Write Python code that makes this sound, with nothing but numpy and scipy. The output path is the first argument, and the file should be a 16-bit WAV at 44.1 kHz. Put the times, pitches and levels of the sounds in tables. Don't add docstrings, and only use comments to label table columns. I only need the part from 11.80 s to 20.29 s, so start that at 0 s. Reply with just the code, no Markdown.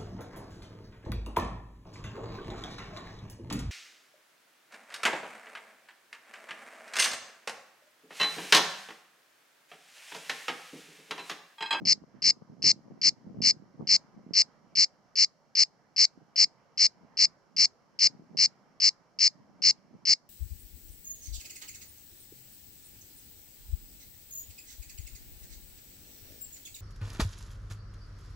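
import sys
import numpy as np
from scipy import signal
from scipy.fft import irfft, next_fast_len
from scipy.io import wavfile

SR = 44100
rng = np.random.default_rng(int(sys.argv[2]) if len(sys.argv) > 2 else 0)


def decibels_to_gain(level_db):
    exponent = np.asarray(level_db, float) / 20
    return 10 ** exponent


def dump_mix(stems):
    frames = np.atleast_2d(stems).T
    limited = np.clip(frames, -1, 1)
    pcm = np.round(limited * 32767).astype(np.int16)
    wavfile.write(sys.argv[1], SR, pcm)


N = 374409

# (time [s], wait until first full buckle [s], buckles [count], level [dB])
CHIRPS = [(0.0526, 0.0224, 10, -21), (0.4208, 0.0238, 11, -21), (0.8221, 0.0235, 12, -21),
          (1.2154, 0.0211, 10, -21.5), (1.6177, 0.0229, 12, -21), (2.072, 0.0215, 12, -21),
          (2.5354, 0.0217, 11, -21), (2.9535, 0.0215, 12, -21), (3.3559, 0.0213, 12, -21),
          (3.752, 0.0211, 11, -20), (4.1628, 0.0207, 12, -20), (4.559, 0.0227, 11, -20),
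          (4.9753, 0.0217, 12, -20.5), (5.3711, 0.0212, 11, -20.5), (5.7649, 0.0215, 12, -21),
          (6.1897, 0.0208, 11, -20), (6.571, 0.0200, 12, -21), (7.0014, 0.0206, 12, -20.5),
          (7.3886, 0.0205, 12, -20.5), (7.8198, 0.0206, 12, -20.5), (8.2531, 0.0212, 11, -21)]
# (time [ms], pitch [Hz], level [dB])
OPENING_TICKS = [(.6, 2520, -12.5), (3.8, 2490, -8.5), (5.0, 2400, -15), (6.2, 2550, -10),
                 (9.6, 2500, -13.5), (11.2, 3100, -16), (14.1, 2100, -12.5)]
# (time after first [ms], effort [dB], fundamental [dB])
BUCKLES = [(0.0, -7, -5.5), (7.17, -7.5, -11.5), (12.4, -3.5, -2.5), (18.8, -5.5, -8.5),
           (22.87, -0.5, -1.5), (31.24, -1.5, -4), (35.7, -1.4, -2.5), (41.8, -2, -5), (48.45, -0.5, -2),
           (55, -1.7, -7), (60.94, -1, -2.5), (69.2, -1.9, -7.5)]
# (time [ms], pitch [Hz], 1st, 2nd, 3rd harmonic [dB], rise [ms])
RIBS = [
    (-4.5, 2718, -25, -0.5, -31.5, .75),
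    (-2, 2547, -12, 3.3, -21, .75),
    (-0.6, 2440, -19.5, 0.5, -10, .75),
    (1.02, 2141.5, -12, -2.5, -7, 1),
    (2, 2633, -27.5, -5.5, -25, .70),
]
CLOSING_POP = (3.0, 2500, -30, -6, -30, 1.8)
# (centre [Hz], width [Hz], level [dB])
AIR_SAC = [(5050, 49, -7.5), (4520, 83, -6.5), (2240, 260, -7.5), (2790, 150, -7)]
# (frequency [Hz], level [dB])
LEFT_PORT = [(1550, -6), (2920, 0.5), (3725, -20.5), (4236, 5), (4900, 4), (7440, 1), (8860, -4),
             (9300, -8)]
# (frequency [Hz], level difference [dB], left lead [rad])
PORT_PAIR = [(1550, -1.5, 0), (3000, -4, -.1), (3400, -11, -.6), (3800, -5, -.6), (4050, 1.5, 1.1),
             (5000, 3.1, .85), (7200, 8, 1.4), (7750, 22, 1.0)]
# (time [s], level [dB])
BREEZE = [(0.0, -51), (0.21, -65), (1.49, -56.5), (3.4, -75), (4.47, -71.5), (4.94, -77), (5.18, -69),
          (6.08, -77.5), (6.38, -63.5), (7.26, -74), (7.73, -62.5), (8.49, -72.5)]
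# (time of peak [s], level [dB], fade [s], left-right [dB])
GUSTS = [(.05, -41.5, 0.14, 1), (.23, -51, 0.025, 2.5), (.35, -55, 0.075, -13), (.47, -43, 0.063, 0.5),
         (0.619, -55, 0.048, 5), (.72, -48, 0.036, -5), (0.858, -39.5, 0.091, -3),
         (1.121, -49.5, 0.11, 1.5), (1.27, -43, 0.046, -2.5), (1.479, -43, 0.061, 1),
         (1.62, -39, 0.14, -4.5), (1.82, -55, 0.021, -17), (2.04, -40.5, 0.084, 2), (2.139, -45, 0.036, -1),
         (2.38, -51.5, 0.069, -1), (2.51, -44.5, 0.1, -2.5), (2.88, -60.5, 0.16, -8),
         (2.988, -53, .06, -10), (4.41, -57.5, 0.071, -4), (4.66, -61.5, 0.068, -15.5),
         (5.03, -57, .11, -3.5), (5.24, -54.5, .06, -4), (5.42, -57, .13, -0.5), (5.8, -53, 0.081, -7),
         (6.34, -53.5, 0.25, 0), (6.57, -48.5, 0.12, -1.5), (7.61, -54.5, 0.058, -2),
         (7.88, -51.5, 0.067, 1), (8.139, -53.5, .08, -2), (8.298, -50, 0.073, -4.5)]
# (time [s], crack [dB], thud [dB], left-right [dB])
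PUFFS = [(0.027, -61.5, -38, 6), (0.216, -53.5, -41, -4), (0.234, -52.5, -57, 12),
         (0.418, -52.5, -45.5, 16.5), (0.618, -50, -62, -5), (0.698, -61, -39, -1), (0.844, -47, -40, -14),
         (0.961, -67, -45, 0), (1.08, -47, -55, 6), (1.114, -49, -56, 7), (1.175, -50, -58, -10),
         (1.258, -49.5, -44.5, -12), (1.468, -71, -35.5, 4), (1.506, -60, -44, 16), (1.545, -69, -44, 21),
         (1.584, -59, -29, 0), (1.712, -53.5, -48.5, -8), (2.003, -34, -30.5, -3), (2.022, -39, -34.5, -4),
         (2.338, -50, -48, 3), (2.389, -54.5, -52, 1), (2.463, -66, -42, -13), (2.487, -58, -43, -2),
         (4.375, -60, -42.5, -2), (6.548, -44, -47, -5)]
# (frequency [Hz], density [dB per Hz])
HAZE = [(18, -20), (30, -13), (85, -14), (117, -4.5), (155, -2.5), (193, -4.5), (406, -7.5), (537, -4),
        (1060, -7), (2100, -17), (2510, -16), (3600, -37.5), (5000, -70)]
# (frequency [Hz], density [dB per Hz])
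CHORUS = [(3300, -28.5), (3900, -18), (4400, -10.5), (5000, -1.8), (5800, -9), (6500, -14), (7500, -24.5),
          (9500, -26.5), (15700, -30.5)]
# (frequency [Hz], correlation [-1..1])
LIKENESS = [(60, 0.3), (140, 0.29), (310, 0.21), (700, 1), (1580, 0.18), (3580, 0.58), (8120, 0.087)]
# (frequency [Hz], left-right [dB])
BACKGROUND_PAN = [(60, 5.5), (160, -5), (430, -1.5), (1140, -4), (3040, -5), (8120, 5.5)]
# (centre [Hz], width [Hz], depth [0..1])
DEAD_SPOTS = [(2500, 260, .95), (4730, 80, .4), (5000, 52, .68), (7500, 70, .55)]

HAZE_DB, CHORUS_DB = -66, -79.5
BREEZE_LIFT_DB, BREEZE_SIDE_DB, SWAY_DB = 1, -2.5, 1
GUST_FADE_DB = 17
QUICKENS_PER_S = 0.0022
TICK_WAIT_S = .0198
BRIGHTENS_DB_PER_DB = .8
PEAK_LIMIT = .36


def at_hz(points, hz, axis=1):
    points = np.array(points)
    return np.interp(np.log(hz), np.log(points[:, 0]), points[:, axis])


def rms_one(x):
    return x / np.sqrt(np.mean(x ** 2) + 1e-20)


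def pan(db):
    return decibels_to_gain(np.array([db / 2, -db / 2]))


def drift(rate_hz):
    r = np.exp(-80 * np.pi * rate_hz / SR)
    white = rng.standard_normal(N // 40 + 2002)
    slow = signal.lfilter([1], [1, -2 * r, r * r], white)[2000:]
    return np.interp(np.arange(N) / 40, np.arange(len(slow)), rms_one(slow))


def resonance(x, hz, width_hz):
    r = np.exp(-np.pi * width_hz / SR)
    poles = [1, -2 * r * np.cos(2 * np.pi * hz / SR), r * r]
    return signal.lfilter([(1 - r * r) / 2, 0, (r * r - 1) / 2], poles, x)


def bandpass(x, low_hz, high_hz):
    return signal.sosfilt(signal.butter(2, [low_hz, high_hz], "band", fs=SR, output="sos"), x)


def bursts(rows, jitter_ms, jitter_db, detune):
    s, hz, *levels_db, rise_ms = np.transpose(rows)[:, :, None]
    chance = rng.standard_normal((len(rows), 4)).T[:, :, None]
    age_s = np.arange(int(5 * rise_ms.max() * SR / 1000)) / SR
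    x = age_s / (rise_ms / 1000)
    swell = (x * np.exp(1 - x)) ** 3
    phase = 2 * np.pi * hz * (1 + detune * chance[0]) * age_s + 10 * chance[1]
    tone = sum(decibels_to_gain(db) * np.sin(k * phase) for k, db in enumerate(levels_db, 1))
    start = ((s + (jitter_ms * chance[2] - rise_ms) / 1000) * SR).astype(int)
    out = np.zeros(N + len(age_s))
    np.add.at(out, start + np.arange(len(age_s)), decibels_to_gain(jitter_db * chance[3]) * swell * tone)
    return out[:N]


def banded_noise(spectrum, patchy_db):
    out, together = 0, drift(1.0)
    low_end, high_end = spectrum[0][0], spectrum[-1][0]
    edges = np.geomspace(low_end, high_end, round(3 * np.log2(high_end / low_end)) + 2)
    white = rng.standard_normal((2, 2, N))
    for k, (low, high) in enumerate(zip(edges, edges[1:])):
        mid, side = bandpass(white[k % 2], low, high)
        hz = np.sqrt(low * high)
        alike = np.clip(at_hz(LIKENESS, hz), -1, 1)
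        gain = decibels_to_gain(at_hz(spectrum, hz) + patchy_db * (0.71 * together + drift(7.0)))
        pair = np.sqrt(1 + alike) * mid + np.sqrt(1 - alike) * side * [[1], [-1]]
        out = out + gain * pair * pan(at_hz(BACKGROUND_PAN, hz))[:, None]
    return rms_one(out)


def background():
    haze = decibels_to_gain(HAZE_DB) * banded_noise(HAZE, patchy_db=1.7)
    chorus = decibels_to_gain(CHORUS_DB) * banded_noise(CHORUS, patchy_db=.3)
    return haze + chorus


def gusting():
    time_s = np.arange(N) / SR
    coarse_s = np.arange(0, N, 64) / SR
    power = 0
    for s, db, fade_s, lr_db in GUSTS:
        away = np.abs(coarse_s - s) / fade_s
        power = power + (decibels_to_gain(db - GUST_FADE_DB * away) * pan(lr_db)[:, None]) ** 2
    gusts = np.array([np.interp(time_s, coarse_s, side) for side in power])
    breeze_db = np.interp(time_s, *np.transpose(BREEZE))
    breeze = decibels_to_gain(breeze_db + BREEZE_LIFT_DB) * pan(BREEZE_SIDE_DB + SWAY_DB * drift(2.5))
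    return np.sqrt(breeze ** 2 + gusts)


def puffs():
    out = []
    for sign in (.5, -.5):
        rows = []
        for s, crack_db, thud_db, lr_db in PUFFS:
            thud, crack = thud_db + sign * lr_db, crack_db + sign * lr_db
            rows.append((s + 0.0029, 200, thud, crack - 1.0, crack - 10.5, crack - 11.0, crack - 13.0, 3.2))
        out.append(bursts(rows, jitter_ms=1.5, jitter_db=1.5, detune=.12))
    return np.array(out)


def wind():
    sizes = decibels_to_gain(3.0 * np.minimum(rng.exponential(1, (3, N)), 4)) * rng.choice([-1, 1], (3, N))
    lumps = sizes * (rng.random((3, N)) < 95 / SR)
    rounding = signal.butter(2, 480, fs=SR, output="sos")
    lumps = signal.sosfilt(rounding, lumps[:2] + 0.42 * lumps[2] + 1e-18)
    thud = resonance(resonance(lumps, 160, 110), 200, 340)
    brush = resonance(resonance(lumps, 250, 540), 390, 900)
    out = gusting() * (rms_one(thud) + decibels_to_gain(-13.0) * rms_one(brush)) + puffs()
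    bass_cut = signal.butter(2, 95, "high", fs=SR, output="sos")
    return signal.sosfilt(bass_cut, out)


def rib_snap(rib, at_s, low_db, loud_db, bright_db):
    ms, hz, first_db, second_db, third_db, rise_ms = rib
    return at_s + ms / 1000, hz, low_db + first_db, loud_db + second_db, bright_db + third_db, rise_ms


def cicada():
    ticks, snaps = [], []
    for s, wait_s, count, level_db in CHIRPS:
        peak_db, stretch = level_db + 7.5, 1 - QUICKENS_PER_S * s
        for ms, hz, db in OPENING_TICKS:
            at_s = s + ms / 1000 * np.sqrt(wait_s / TICK_WAIT_S)
            tick_db = peak_db + db
            ticks.append((at_s, hz, tick_db - 15.0, tick_db, tick_db - 21.5, .65))
        for ms, effort_db, belly_db in BUCKLES[:count]:
            at_s, loud_db = s + wait_s + ms * stretch / 1000, peak_db + effort_db
            bright_db = loud_db + BRIGHTENS_DB_PER_DB * effort_db + 1.5
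            snaps += [rib_snap(rib, at_s, peak_db + belly_db, loud_db, bright_db) for rib in RIBS]
        if count % 2:
            snaps.append(rib_snap(CLOSING_POP, at_s, loud_db, loud_db, loud_db))
    song = bursts(ticks, jitter_ms=.1, jitter_db=1.5, detune=.014)
    song = song + bursts(snaps, jitter_ms=.12, jitter_db=1.0, detune=.010)
    song = song + sum(decibels_to_gain(db) * resonance(song, hz, width_hz) for hz, width_hz, db in AIR_SAC)
    envelope = np.abs(signal.hilbert(song, next_fast_len(N))[:N])
    relative_level = envelope / PEAK_LIMIT + 1e-9
    return song * np.tanh(relative_level) / relative_level


def ports(x):
    hz = np.maximum(np.arange(257) * SR / 512, 1)
    turn = np.exp(.5j * at_hz(PORT_PAIR, hz, axis=2))
    left_db = at_hz(LEFT_PORT, hz)
    right_db = left_db - at_hz(PORT_PAIR, hz)
    gains = np.array([decibels_to_gain(left_db) * turn, decibels_to_gain(right_db) / turn])
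    response = np.roll(irfft(gains, 512), 256, axis=1) * np.hanning(513)[:512]
    return signal.fftconvolve(x[None], response, axes=1)[:, 256:N + 256]


def capsules(near):
    square = near ** 2 * decibels_to_gain(np.array([[-25.0], [-9.0]]))
    below = bandpass(square, 300, 2600) + decibels_to_gain(-4.0) * bandpass(square, 130, 450)
    fizz = decibels_to_gain(np.array([[-59.0], [-53.0]])) * near * rng.standard_normal((2, N))
    treble = signal.butter(4, 9300, "high", fs=SR, output="sos")
    return near + below + signal.sosfilt(treble, decibels_to_gain(-20.5) * square + fizz)


def trees(x):
    age_s = np.arange(SR // 2) / SR
    quick_t60_s, long_t60_s = .085, .45
    fall = decibels_to_gain(-46.5 - 60 * age_s / quick_t60_s) + decibels_to_gain(-77.0 - 60 * age_s / long_t60_s)
    tail = rng.standard_normal((2, len(age_s))) * fall * (age_s > .003)
    return signal.fftconvolve(x[None], tail, axes=1)[:, :N]


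def scene():
    song = cicada()
    return capsules(ports(song)) + trees(song) + wind() + background()


def band_limit(x):
    return signal.sosfilt(signal.butter(12, 15750, fs=SR, output="sos"), x)


def record(dry):
    for hz, width_hz, depth in DEAD_SPOTS:
        dry = dry - depth * resonance(dry, hz, width_hz)
    return band_limit(dry)


dry = scene()
out = record(dry)
dump_mix(out)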